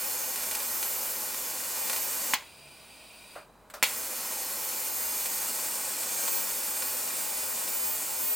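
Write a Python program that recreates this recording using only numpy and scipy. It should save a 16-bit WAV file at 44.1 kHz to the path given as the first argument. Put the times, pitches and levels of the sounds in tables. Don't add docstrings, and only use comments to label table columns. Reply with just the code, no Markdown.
import sys
import numpy as np
from scipy import signal
from scipy.fft import rfft, irfft
from scipy.io import wavfile

SR = 44100
rng = np.random.default_rng(int(sys.argv[2]) if len(sys.argv) > 2 else 0)


def pcm_store(signal):
    levels = np.round(np.clip(np.atleast_2d(signal), -1, 1) * 32767)
    wavfile.write(sys.argv[1], SR, levels.astype(np.int16).T)


N = 368235
TIME = np.arange(N) / SR
ARC_OFF_S, ARC_ON_S, PULSE_HZ = 2.337, 3.828, 499.9


def from_db(db):
    return np.exp(np.log(10) / 20 * np.asarray(db))


def rms_one(x):
    return x / np.sqrt(np.mean(x ** 2) + 1e-20)


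def in_time(curve):
    return np.interp(TIME, *np.transpose(curve))


def at_hz(spectrum, hz):
    knots_hz, level_db = np.transpose(spectrum)
    return np.interp(np.log(np.maximum(hz, 1)), np.log(knots_hz), level_db)


def coloured(x, spectrum, size=8192):
    cepstrum = irfft(np.log(from_db(at_hz(spectrum, np.fft.rfftfreq(size, 1 / SR)))))
    cepstrum[1:size // 2] *= 2
    cepstrum[size // 2 + 1:] = 0
    response = irfft(np.exp(rfft(cepstrum)))[:size // 2]
    return signal.oaconvolve(x, response)[:N]


def noise(spectrum):
    return rms_one(coloured(rng.standard_normal(N), spectrum))


def drift(rate_hz):
    knots = rng.standard_normal(4096)
    return rms_one(np.interp(TIME * rate_hz, np.arange(len(knots)), knots))


def dying(start_s, t60_s):
    return (TIME >= start_s) * from_db(np.maximum(-60 * np.abs(TIME - start_s) / t60_s, -300))


def resonating(modes, wander_db=0):
    out = np.zeros(N)
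    for hz, width_hz, level_db in modes:
        radius = np.exp(-np.pi * width_hz / SR)
        feedback = [1, -2 * radius * np.cos(2 * np.pi * hz / SR), radius ** 2]
        ring = signal.lfilter([1, 0, -1], feedback, rng.standard_normal(N))
        swell = from_db(wander_db * drift(1.35)) if wander_db else 1
        out += from_db(level_db) * rms_one(ring * swell)
    return out


def diffuse(x, t60_s):
    tail = rng.standard_normal(SR // 2) * dying(0.0016, t60_s)[:SR // 2]
    return signal.oaconvolve(x, tail / np.linalg.norm(tail))[:N]


def reflected(x):
    # delay_s, gain
    echoes = [(0.002077, 0.12), (0.002794, -0.079), (0.003402, 0.15), (0.003584, 0.21), (0.003826, 0.18),
              (0.00472, 0.15), (0.007544, 0.13), (0.008976, 0.12), (0.0154, 0.13)]
    out = x.copy()
    for delay_s, gain in echoes:
        lag = round(delay_s * SR)
        out[lag:] += gain * x[:-lag]
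    return out


def hollowed(x):
    # centre_hz, width_hz, depth_db
    hollows = [(447, 25, -11), (790, 15, 0), (1354, 44, -23), (1746, 59, -8), (2015, 64, -13),
               (2170, 25, -5), (2890, 36, -6), (3400, 130, -22), (3900, 58, -3), (9900, 220, -5)]
    for hz, width_hz, depth_db in hollows:
        band = signal.lfilter(*signal.iirpeak(hz, hz / width_hz, fs=SR), x)
        x = x + (from_db(depth_db) - 1) * band
    return x


def off_glove(x, delay_s=0.001082, sway_s=0.00007, gain=0.11):
    return x + gain * np.interp(TIME - delay_s - sway_s * drift(1.5), TIME, x, left=0)


def workshop(fan_db=-58, engine_db=-71, hum_db=-62, hum_hz=143):
    # frequency_hz, density_db
    fan_spectrum = [(25, -12), (36, -14), (50, 2.5), (75, -3.5), (100, -2), (160, -1), (230, 0.5),
                    (330, -1), (620, 0), (1000, -0.5), (1600, -10), (4000, -25.5), (8000, -22.5),
                    (16000, -25)]
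    # pitch_hz, width_hz, level_db
    fan_tones = [(631, 26, -68), (958, 29, -75), (3930, 90, -78)]
    # time_s, pitch_hz
    engine_pitch = [(0, 49.5), (0.3, 50), (0.8, 64), (1.6, 80), (2.2, 90), (3.0, 58), (3.6, 48), (4.6, 53),
                    (6.6, 67), (7.6, 86), (8.35, 90)]
    fan = from_db(fan_db) * noise(fan_spectrum) + resonating(fan_tones)
    engine_phase = 2 * np.pi * np.cumsum(in_time(engine_pitch)) / SR
    engine = from_db(engine_db) * rms_one(np.sin(engine_phase))
    hum_swell = np.exp(-((TIME - 2.66) / 0.065) ** 2)
    hum = from_db(hum_db) * hum_swell * rms_one(np.sin(2 * np.pi * hum_hz * TIME))
    return fan + engine + hum


def gas():
    # time_s, level_db
    flow = [(0, -60), (2.4, -54.5), (3.0, -53), (3.37, -52), (3.42, -59), (3.48, -74), (3.73, -73),
            (3.745, -64), (3.80, -58.5), (8.35, -53)]
    # frequency_hz, density_db
    rush_spectrum = [(200, -12), (500, -6), (1000, -28), (1800, -2.5), (2500, 1), (3300, 4.5), (4600, -3.5),
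                     (5600, -5), (7000, -7.5), (8300, 2), (9400, 0), (10800, -4.5), (13300, -13),
                     (16000, -22)]
    # pitch_hz, width_hz, level_db
    nozzle_modes = [(1480, 60, -69), (2440, 80, -58.5), (2605, 40, -63.5), (3200, 180, -71.5),
                    (3890, 110, -66), (4780, 190, -63.5), (9400, 600, -65), (11750, 380, -74),
                    (15330, 1100, -65)]
    flow_db = in_time(flow)
    rush = from_db(flow_db - 3.5) * noise(rush_spectrum)
    return rush + from_db(flow_db - flow_db.max()) * resonating(nozzle_modes)


def torch_switch(start_s=3.7, level_db=-44, t60_s=0.098):
    # frequency_hz, density_db
    body_spectrum = [(500, -15), (1400, 8), (2500, -3), (4000, -6), (6000, -14), (8100, 1), (10000, -11),
                     (14500, -7), (16000, -12)]
    return from_db(level_db) * noise(body_spectrum) * dying(start_s, t60_s)


def valve(thud_t60_s=0.24, spurt_t60_s=0.16, rise_s=0.0028):
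    # start_s, thud_db, spurt_db
    strokes = [(3.355, -37.5, -66), (3.737, -39.5, -39.5)]
    # frequency_hz, density_db
    body_spectrum = [(200, -21), (400, -6), (630, 6), (900, -5), (1280, 2.5), (1800, -7), (2600, -14),
                     (5000, -35)]
    # frequency_hz, density_db
    spurt_spectrum = [(800, -9), (2400, -9), (5000, 0.5), (8000, -5), (12000, -6), (16000, -3.5)]
    out, thud, spurt = np.zeros(N), noise(body_spectrum), noise(spurt_spectrum)
    for start_s, thud_db, spurt_db in strokes:
        rise = np.clip((TIME - start_s) / rise_s, 0, 1)
        out += rise * from_db(thud_db) * thud * dying(start_s, thud_t60_s)
        out += rise * from_db(spurt_db) * spurt * dying(start_s, spurt_t60_s)
    return out


def burning():
    return (TIME < ARC_OFF_S) | (TIME > ARC_ON_S)


def spits(faint_per_s=25, faint_db=-33, fizz_db=-2, fizz_t60_s=0.033):
    # start_s, level_db
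    snaps = [(0.3597, -19), (0.423, -24.5), (0.4342, -20), (0.5124, -17.5), (0.5508, -18), (0.5540, -18),
             (0.6039, -21), (0.8286, -16), (1.3455, -21.5), (1.8982, -13.5), (1.9319, -16), (1.9631, -17.5),
             (5.2592, -17.5), (6.0327, -23), (6.279, -16), (6.8232, -17.5), (7.1062, -24), (7.6788, -21)]
    # frequency_hz, gain_db
    colour = [(60, -12), (300, 0), (900, 8), (2200, 14), (4500, 9), (9000, 12), (16000, 5)]
    onsets = burning() * (rng.random(N) < faint_per_s / SR)
    clicks = onsets * from_db(faint_db + np.minimum(rng.exponential(1, N), 3))
    for start_s, level_db in snaps:
        clicks[round(start_s * SR)] += from_db(level_db)
    return coloured(clicks + from_db(fizz_db) * diffuse(clicks, fizz_t60_s), colour)


def cracks(bench_delay_s=0.0036, low_cut_hz=486):
    # start_s, swing_db, period_s, crackle_db, ring_db
    events = [(2.3362, -3.5, .00044, -23, -29), (2.33715, -9, .00080, -30, -38),
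              (3.8271, 0, .00044, -16.5, -27), (3.8370, -2, .00040, -22, -30)]
    # frequency_hz, density_db
    crackle_spectrum = [(40, -48), (200, -43), (600, -25), (1200, -58), (2100, -25), (3200, -12), (4200, 2),
                        (7000, 19), (11000, 13.5), (16000, 13)]
    # frequency_hz, density_db
    ring_spectrum = [(40, -55), (150, -41), (500, -32), (1200, -12), (2200, 11), (3200, 6.5), (4500, 7),
                     (10000, -28), (16000, -13)]
    # pitch_hz, relative_db, t60_s
    steel_modes = [(1050, -5, .11), (1997, -14, .13), (2160, -11, .16), (2428, -12, .18), (2697, -12, .18),
                   (3144, -9, .13), (3327, -12, .14), (4400, -14, .1)]
    out, crackle, ring = np.zeros(N), noise(crackle_spectrum), noise(ring_spectrum)
    for start_s, swing_db, period_s, crackle_db, ring_db in events:
        pressure_swing = np.sin(2 * np.pi * (TIME - start_s) / period_s) * dying(start_s, 6 * period_s)
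        out += from_db(swing_db) * pressure_swing
        direct = dying(start_s + period_s / 2, t60_s=0.022)
        scattered = dying(start_s + bench_delay_s, t60_s=0.018)
        out += from_db(crackle_db) * crackle * (direct + scattered)
        out += from_db(ring_db) * ring * dying(start_s, t60_s=0.11)
        start, age = round(start_s * SR), TIME[:SR // 2]
        for hz, relative_db, t60_s in steel_modes:
            decay = from_db(ring_db + relative_db - 60 * age / t60_s)
            out[start:start + len(age)] += decay * np.sin(2 * np.pi * hz * age)
    return signal.sosfilt(signal.butter(1, low_cut_hz, "high", fs=SR, output="sos"), out)


def whine(start_hz=15292, rise_hz_per_s=1.35, waver_depth=0.13):
    # time_s, level_db
    swells = [
        [(0.0, -38), (0.25, -38), (0.42, -46), (0.85, -36.5), (1.2, -54.5), (1.6, -50), (1.82, -36),
         (2.32, -39.5)],
        [(3.88, -55), (3.98, -37), (4.15, -55), (5.05, -37), (5.5, -46), (5.98, -47), (6.35, -31), (6.5, -40),
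         (7.55, -37.5), (7.88, -31), (8.05, -43), (8.35, -27)],
    ]
    phase = 2 * np.pi * np.cumsum(start_hz + rise_hz_per_s * TIME) / SR
    waver = 1 + waver_depth * (drift(60) + 1j * drift(60))
    tone = rms_one(np.real(waver * np.exp(1j * phase)))
    return from_db(in_time(np.vstack(swells)) + 0.5) * tone


def pulse_ticks(pattern_pulses=7, unevenness=0.15, smear_rad=0.82, harmonics=24):
    # frequency_hz, level_db
    buzz = [(500, -70), (1500, -74), (2500, -60), (3000, -61), (3500, -66), (4500, -58), (6000, -57),
            (7000, -55), (7500, -52), (8500, -62), (10000, -64), (12000, -64), (16000, -74)]
    # pitch_hz, level_db
    sidebands = [(2357, -61), (2857, -67), (3428, -61.5), (4356, -62), (4428, -59), (4856, -61),
                 (5356, -62), (6927, -57), (7427, -57), (7570, -59), (7856, -61), (8355, -53)]
    cycle = np.linspace(0, pattern_pulses, 8192)
    phases = smear_rad * rng.standard_normal(harmonics + 1)
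    ticks = sum(from_db(at_hz(buzz, k * PULSE_HZ)) * np.cos(2 * np.pi * k * cycle + phases[k])
                for k in range(1, harmonics + 1))
    for hz, level_db in sidebands:
        multiple = round(pattern_pulses * hz / PULSE_HZ) / pattern_pulses
        ticks += from_db(level_db) * np.cos(2 * np.pi * multiple * cycle)
    pulses = PULSE_HZ * TIME
    strength = 1 + unevenness * rng.standard_normal(N)[np.round(pulses).astype(int)]
    return np.sqrt(2) * strength * np.interp(pulses % pattern_pulses, cycle, ticks)


def cup(vigour_db, treble_db):
    # centre_hz, width_hz, initial_db, change_db_per_s
    gap_modes = [(8250, 1100, -51, 1.15), (12200, 1400, -42.5, -.65)]
    # pitch_hz, width_hz, initial_db, change_db_per_s
    whistle_modes = [(6499, 3.6, -48, -1.3), (8156, 7.6, -53, .5), (11877, 10, -47.5, -.5)]

    def singing(modes, wander_db):
        rings = (from_db(db_per_s * TIME) * resonating([mode], wander_db) for *mode, db_per_s in modes)
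        return from_db(vigour_db) * sum(rings)

    # centre_hz, width_hz, level_db
    top_band, flare_band = (13556, 660, -49), (11950, 450, -41.5)
    top = from_db(4.5 * treble_db) * resonating([top_band])
    flare = np.exp(-((TIME - 2.13) / 0.22) ** 2) * resonating([flare_band])
    return singing(gap_modes, wander_db=-2) + top + flare, singing(whistle_modes, wander_db=-1.5)


def arc(roar_db=-47, hiss_db=-39.5, sizzle_db=-40.5, usual_vigour_db=-33, usual_treble_db=-41):
    # time_s, level_db
    vigour = [(0.0, -32.5), (0.85, -32.5), (1.05, -33.5), (1.65, -33.5), (1.92, -30.5), (2.05, -32.5),
              (2.32, -31), (3.9, -33), (4.05, -34.5), (4.3, -33), (4.95, -33.5), (5.25, -31.5),
              (5.95, -33.0), (6.28, -30), (6.5, -32.5), (6.8, -32), (8.35, -34)]
    # time_s, level_db
    treble = [(0.0, -43), (0.8, -39), (1.1, -39), (2.32, -44), (3.9, -41), (5.05, -39), (5.25, -39),
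              (5.95, -40), (6.25, -39.5), (6.85, -39), (7.2, -41), (8.35, -40.5)]
    # frequency_hz, density_db
    roar_spectrum = [(60, -22), (150, -9.5), (230, -7), (400, 1.5), (560, 0), (1050, -0.5), (1700, -4),
                     (2500, -8.5), (4000, -36), (8000, -36.5)]
    hiss_spectrum = [(500, -30), (1500, -6.5), (2500, -5.5), (3500, -8), (4600, -6), (5800, -3),
                     (7000, -1.5), (8300, -2), (9700, -1.5), (11500, -5), (16000, -20)]
    sizzle_spectrum = [(5000, -23), (9000, -13.5), (10700, 3), (11500, -1.5), (12300, -0.5), (13700, -2),
                       (15000, 2), (16400, -3)]
    # pitch_hz, width_hz, level_db
    box_modes = [(228, 18, -66), (345, 45, -67), (530, 70, -55.5), (872, 74, -59), (1020, 63, -58),
                 (1150, 75, -59), (1320, 40, -61.5), (1500, 80, -58), (1920, 80, -61), (2370, 160, -57),
                 (2800, 70, -64), (3420, 25, -61.5), (3640, 70, -65), (4440, 90, -63.5)]
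    vigour_db = in_time(vigour) - usual_vigour_db
    treble_db = in_time(treble) - usual_treble_db
    flutter = from_db(0.5 * drift(45))
    throb = from_db(1.7 * np.cos(2 * np.pi * PULSE_HZ * TIME))
    grain = from_db(2.5 * np.minimum(rng.exponential(1, N), 6))
    roar = from_db(roar_db + 0.46 * vigour_db) * noise(roar_spectrum)
    pulsed_noise = rng.standard_normal(N) * throb * grain
    hiss = from_db(hiss_db + vigour_db) * rms_one(coloured(pulsed_noise, hiss_spectrum))
    sizzle = from_db(sizzle_db + 0.21 * treble_db) * noise(sizzle_spectrum)
    bands, whistles = cup(vigour_db, treble_db)
    ringing = from_db(0.83 * vigour_db) * (resonating(box_modes) + pulse_ticks())
    plasma = flutter * (roar + hiss + sizzle + bands)
    return burning() * plasma, burning() * (ringing + whistles + whine())


def scene(snap_room_db=-4, balance_db=-0.47, balance_db_per_s=0.05):
    # frequency_hz, gain_db
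    wall_colour = [(1500, -22), (3500, -12), (7000, -7.5), (16000, -7.5)]
    # frequency_hz, gain_db
    room_colour = [(100, -33.5), (500, -3.5), (2500, -8), (6000, -8), (10000, -13), (16000, -12)]
    # frequency_hz, side_minus_mid_db
    width = [(50, -11), (125, -6.5), (250, -9.5), (500, -15), (1000, -16.5), (2000, -20.5), (4000, -14),
             (8000, -11.5), (12000, -14.5), (16000, -36)]
    plasma, tones = arc()
    plasma = off_glove(plasma)
    plasma = 0.93 * (plasma + coloured(diffuse(plasma, t60_s=0.06), wall_colour))
    steady = hollowed(reflected(plasma + gas()))
    snaps = reflected(spits() + cracks())
    room = coloured(diffuse(steady + from_db(snap_room_db) * snaps, t60_s=0.33), room_colour)
    mid = steady + snaps + room + tones + valve() + torch_switch() + workshop()
    side = coloured(diffuse(mid, t60_s=0.095), width)
    lean = from_db(0.5 * (balance_db + balance_db_per_s * TIME))
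    return np.array([(mid + side) * lean, (mid - side) / lean])


def record(dry, ceiling=0.52, cutoff_hz=16500):
    low_pass = signal.ellip(12, 0.1, 70, cutoff_hz, fs=SR, output="sos")
    return signal.sosfilt(low_pass, ceiling * np.tanh(dry / ceiling))


dry = scene()
out = record(dry)
pcm_store(out)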